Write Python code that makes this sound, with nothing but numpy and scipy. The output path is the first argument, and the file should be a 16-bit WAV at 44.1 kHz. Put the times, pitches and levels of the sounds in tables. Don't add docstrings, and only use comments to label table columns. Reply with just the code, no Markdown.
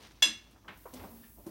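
import sys
import numpy as np
from scipy import signal
from scipy.fft import rfft, irfft
from scipy.io import wavfile

SR = 44100
rng = np.random.default_rng(int(sys.argv[2]) if len(sys.argv) > 2 else 0)


def output_pcm(signal):
    pcm = np.clip(np.atleast_2d(signal).T, -1, 1) * 32767
    wavfile.write(sys.argv[1], SR, np.round(pcm).astype(np.int16))


N = 66150
TOP_HZ = 15800


def undb(db):
    return 10 ** (np.asarray(db) / 20)

def unit(x):
    return x / np.sqrt(np.mean(np.abs(x) ** 2))

def clock():
    return np.arange(N) / SR

def level_curve(points):
    times, db = np.array(points).T
    return undb(np.interp(clock(), times, db))

def shaped(gain_at):
    hz = np.maximum(np.fft.rfftfreq(N, 1 / SR), 1)
    return unit(irfft(rfft(rng.standard_normal(N)) * gain_at(hz), N))

def coloured(points):
    hz, db = np.array(points).T
    return shaped(lambda f: undb(np.interp(np.log(f), np.log(hz), db)))

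def resonant(hz, width_hz, edge_hz):
    detuning = lambda f: (f * f - hz * hz) / (f * width_hz)
    return shaped(lambda f: 1 / np.sqrt((1 + detuning(f) ** 2) * (1 + (f / edge_hz) ** 8)))

def blow(start, rise, t60):
    age = clock() - start
    return np.clip(age / rise, 0, 1) * np.exp(-np.log(1000) * np.maximum(age - rise, 0) / t60)

def beating(hz, scatter, width_hz, envelope):
    skirt = lambda f: 1 / np.sqrt((1 + (f / width_hz) ** 2) * (1 + (f / width_hz / 10) ** 2))
    beat = 1 + scatter * (shaped(skirt) + 1j * shaped(skirt))
    beat = beat / np.sqrt(np.average(np.abs(beat) ** 2, weights=envelope ** 2))
    return envelope * np.imag(beat * np.exp(2j * np.pi * (hz * clock() + rng.random())))

def rubbing(levels, spectrum, grain_db, grain_hz):
    noise = coloured(spectrum)
    grains = shaped(lambda f: np.exp(-(f / grain_hz) ** 2 / 2))
    return level_curve(levels) * unit(noise * undb(grain_db * grains))


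# time in seconds, level in dB.
HUM_LEVELS = [(0, -66), (.9, -65.5), (1.05, -63.5), (1.5, -59)]

def drive_hum():
    return np.sqrt(2) * beating(hz=53.7, scatter=.58, width_hz=3.5, envelope=level_curve(HUM_LEVELS))


# frequency in Hz, relative spectral density in dB.
AIR_SPECTRUM = [(25, -21), (48, 0), (75, -6.5), (100, 5), (140, -5.5), (220, -2.5), (330, -4), (500, -19),
                (1000, -26.5), (2500, -39), (6000, -23), (8000, -32.5), (15000, -31.5)]

def room_air():
    return undb(-64.5) * coloured(AIR_SPECTRUM)


# time in seconds, level in dB.
ROLLER_LEVELS = [(0, -56.5), (.15, -70.5), (.4, -74), (.54, -64), (.61, -71.5), (.72, -61.5), (.83, -75.5),
                 (.95, -54), (.985, -53.5), (1.045, -46.5), (1.08, -55), (1.16, -61), (1.3, -85),
                 (1.5, -55.5)]
# frequency in Hz, relative spectral density in dB.
ROLLER_SPECTRUM = [(40, -10.5), (95, 8), (130, -7.5), (240, 2), (400, -2.5), (700, -6.5), (1050, -6.5),
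                   (1400, -23), (2400, -20), (5000, -38.5), (9000, -29.5)]

def rollers():
    return rubbing(ROLLER_LEVELS, ROLLER_SPECTRUM, grain_db=-.5, grain_hz=40)


# time in seconds, level in dB.
INK_LEVELS = [(0, -67), (.6, -73.5), (.72, -65), (.79, -54), (.95, -52.5), (1.1, -50.5), (1.35, -51.5),
              (1.5, -57)]
# frequency in Hz, relative spectral density in dB.
INK_SPECTRUM = [(1500, -10), (4000, -18.5), (8000, -8), (10500, -4.5), (13000, 1.5), (15000, -3),
                (16000, 8.5)]

def ink():
    return rubbing(INK_LEVELS, INK_SPECTRUM, grain_db=1.5, grain_hz=900)


# time in seconds, level in dB.
PAPER_LEVELS = [(0, -62), (.045, -54.5), (.09, -62.5), (.17, -65), (.4, -64), (.52, -68), (.58, -75.5),
                (.92, -69), (.965, -57), (1.06, -64.5), (1.13, -69), (1.25, -68.5), (1.33, -82),
                (1.5, -69.5)]
# frequency in Hz, relative spectral density in dB.
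PAPER_SPECTRUM = [(300, 4), (1000, 8), (3000, 7), (5500, 5), (7800, -8), (9600, -5), (15000, -29.5)]

def paper():
    return rubbing(PAPER_LEVELS, PAPER_SPECTRUM, grain_db=2, grain_hz=152)


# start in seconds, level in dB, t60 in seconds, centre in Hz.
TICK_EVENTS = [(0.027, -57, 0.01, 4460), (0.0707, -54, 0.018, 4000), (0.118, -64, 0.038, 5000),
               (.51, -67.5, 0.13, 8800), (.683, -63, 0.076, 6340), (.774, -60, .06, 11000),
               (0.937, -48.5, 0.099, 6100), (1.464, -56.5, 0.24, 12030), (1.465, -61.5, 0.18, 4470)]

def ticks():
    return sum(undb(db) * blow(start, .00033, t60) * resonant(hz, width_hz=hz, edge_hz=TOP_HZ)
               for start, db, t60, hz in TICK_EVENTS)


STRIKE_S = .2219
# frequency in Hz, relative level in dB, t60 in seconds.
STEEL_MODES = [(580, -31, .2), (990, -31, .2), (1686, -21, .25), (2182, -17, .28), (2642, -18, .29),
               (2682, -17, .27), (2722, -16, .25), (2770, -9.5, .3), (3394, 0, .24), (4020, -19, .23),
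               (4113, -14.5, .28), (4826, -24, .28), (5000, -13, .26), (6052, -15, .26), (6118, -15, .27),
               (7312, -13, .22), (8440, -16.5, .25), (11040, -21.5, .22), (12600, -25, .22),
               (14900, -38, .2)]

def steel_ring():
    rise_s, build_up_s, early_s = .0045, .008, .02
    age = np.maximum(clock() - STRIKE_S, 0)
    reflected = .45 * np.minimum(age / build_up_s, 1)
    early_boost = undb(3.5 * np.exp(-(age / early_s) ** 4))
    late_ring = undb(-21) * blow(STRIKE_S, rise_s, t60=.62)
    ring = 0
    for hz, db, t60 in STEEL_MODES:
        lingering = late_ring / (1 + (hz / 4000) ** 2)
        envelope = np.hypot(early_boost * blow(STRIKE_S, rise_s, t60), lingering)
        scatter = reflected * np.sqrt(hz / 4000)
        ring = ring + undb(db) * beating(hz, scatter, width_hz=.0042 * hz, envelope=envelope)
    return undb(-17.6) * ring


# frequency in Hz, relative spectral density in dB.
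FRAME_SPECTRUM = [(200, -18), (550, -11), (1000, -6.5), (1450, -7.5), (1700, 3.5), (2100, -3.5), (2700, -2),
                  (3700, 2.5), (4250, -4), (4600, -10.5), (5600, 0), (6900, -9), (7900, -23.5),
                  (10200, -17), (11700, -26.5), (13200, -30), (15000, -33.5)]

def frame_ring():
    modes = coloured(FRAME_SPECTRUM)
    low = signal.sosfiltfilt(signal.butter(2, 4500, fs=SR, output="sos"), modes)
    low_ring = low * blow(STRIKE_S, rise=.0012, t60=.32)
    treble_ring = (modes - low) * blow(STRIKE_S, rise=.0017, t60=.28)
    return undb(-28.5) * (low_ring + treble_ring)


# frequency in Hz, relative spectral density in dB.
CRACK_SPECTRUM = [(250, -23.5), (550, -3), (1500, -2.5), (3500, -14.5), (6000, 7), (8500, -13),
                  (10000, -7.5), (12500, -8), (14300, -10.5), (16000, -19)]

def contact_crack():
    return undb(-24.5) * coloured(CRACK_SPECTRUM) * blow(STRIKE_S, rise=.0031, t60=.028)


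# start in seconds, level in dB, rise in seconds, pitch in Hz, t60 in seconds.
THUD_EVENTS = [(.245, -47, 0.04, 226.3, 0.29), (.245, -45, 0.014, 313, 0.24),
               (0.653, -55.5, 0.039, 191.4, 0.29), (0.934, -46, 0.0018, 250.8, 0.42),
               (1.1, -49.5, 0.0215, 230, 0.79), (1.372, -56.5, 0.0097, 212, 0.21),
               (1.464, -39.5, 0.0031, 335, 0.24), (1.461, -46, 0.0017, 203, 0.25)]

def thuds():
    out = 0
    for start, db, rise, hz, t60 in THUD_EVENTS:
        mode = np.sin(2 * np.pi * hz * (clock() - start))
        rumble = .41 * resonant(hz, width_hz=130, edge_hz=900)
        out = out + undb(db) * blow(start, rise, t60) * (mode + rumble)
    return out


# start in seconds, level in dB, rise in seconds,
# t60 in seconds, centre in Hz, width in Hz, upper edge in Hz.
LINKAGE_KNOCKS = [(0.461, -63, 0.0035, 0.077, 760, 600, 1200), (0.551, -62.5, .008, 0.22, 800, 1164, 1780),
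                  (0.637, -58, 0.016, 0.28, 600, 1200, 1530), (0.679, -45, 0.0025, 0.31, 1030, 2220, 3240),
                  (0.854, -53, 0.0029, 0.24, 1000, 1600, 1740), (0.933, -50.5, 0.0017, 0.17, 590, 580, 930),
                  (0.997, -51, .003, 0.14, 800, 1410, 3070), (1.036, -49, 0.0021, 0.31, 590, 910, 1410),
                  (1.232, -63, 0.0046, 0.32, 1780, 1400, 4000), (1.372, -54.5, 0.013, 0.2, 444, 450, 1052),
                  (1.459, -60, 0.0021, 0.5, 794, 918, 1600)]
# start in seconds, level in dB, pitch in Hz, t60 in seconds.
IRON_MODES = [(.681, -48, 1030, .12), (.681, -47, 1580, .12), (.681, -46, 1790, .12),
              (.681, -48, 2140, .16), (.681, -51, 3010, .1), (.853, -43, 517, .12), (.853, -50, 404, .14),
              (.856, -48, 964, .2), (.86, -50, 1060, .12), (1.233, -59, 1750, .2)]

def linkage():
    knocks = sum(undb(db) * blow(start, rise, t60) * resonant(hz, width, edge)
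                 for start, db, rise, t60, hz, width, edge in LINKAGE_KNOCKS)
    rings = sum(undb(db) * beating(hz, scatter=.85, width_hz=25, envelope=blow(start, .003, t60))
                for start, db, hz, t60 in IRON_MODES)
    return knocks + rings


def scene():
    contact_noise = rollers() + ink() + paper()
    clang = steel_ring() + frame_ring() + contact_crack()
    return (contact_noise + clang + linkage() + thuds() + ticks() + drive_hum() + room_air())[None]

def record(dry):
    dry = signal.sosfilt(signal.butter(4, 36, "high", fs=SR, output="sos"), dry)
    return signal.sosfilt(signal.ellip(10, .2, 80, TOP_HZ, fs=SR, output="sos"), dry)


dry = scene()
out = record(dry)
output_pcm(out)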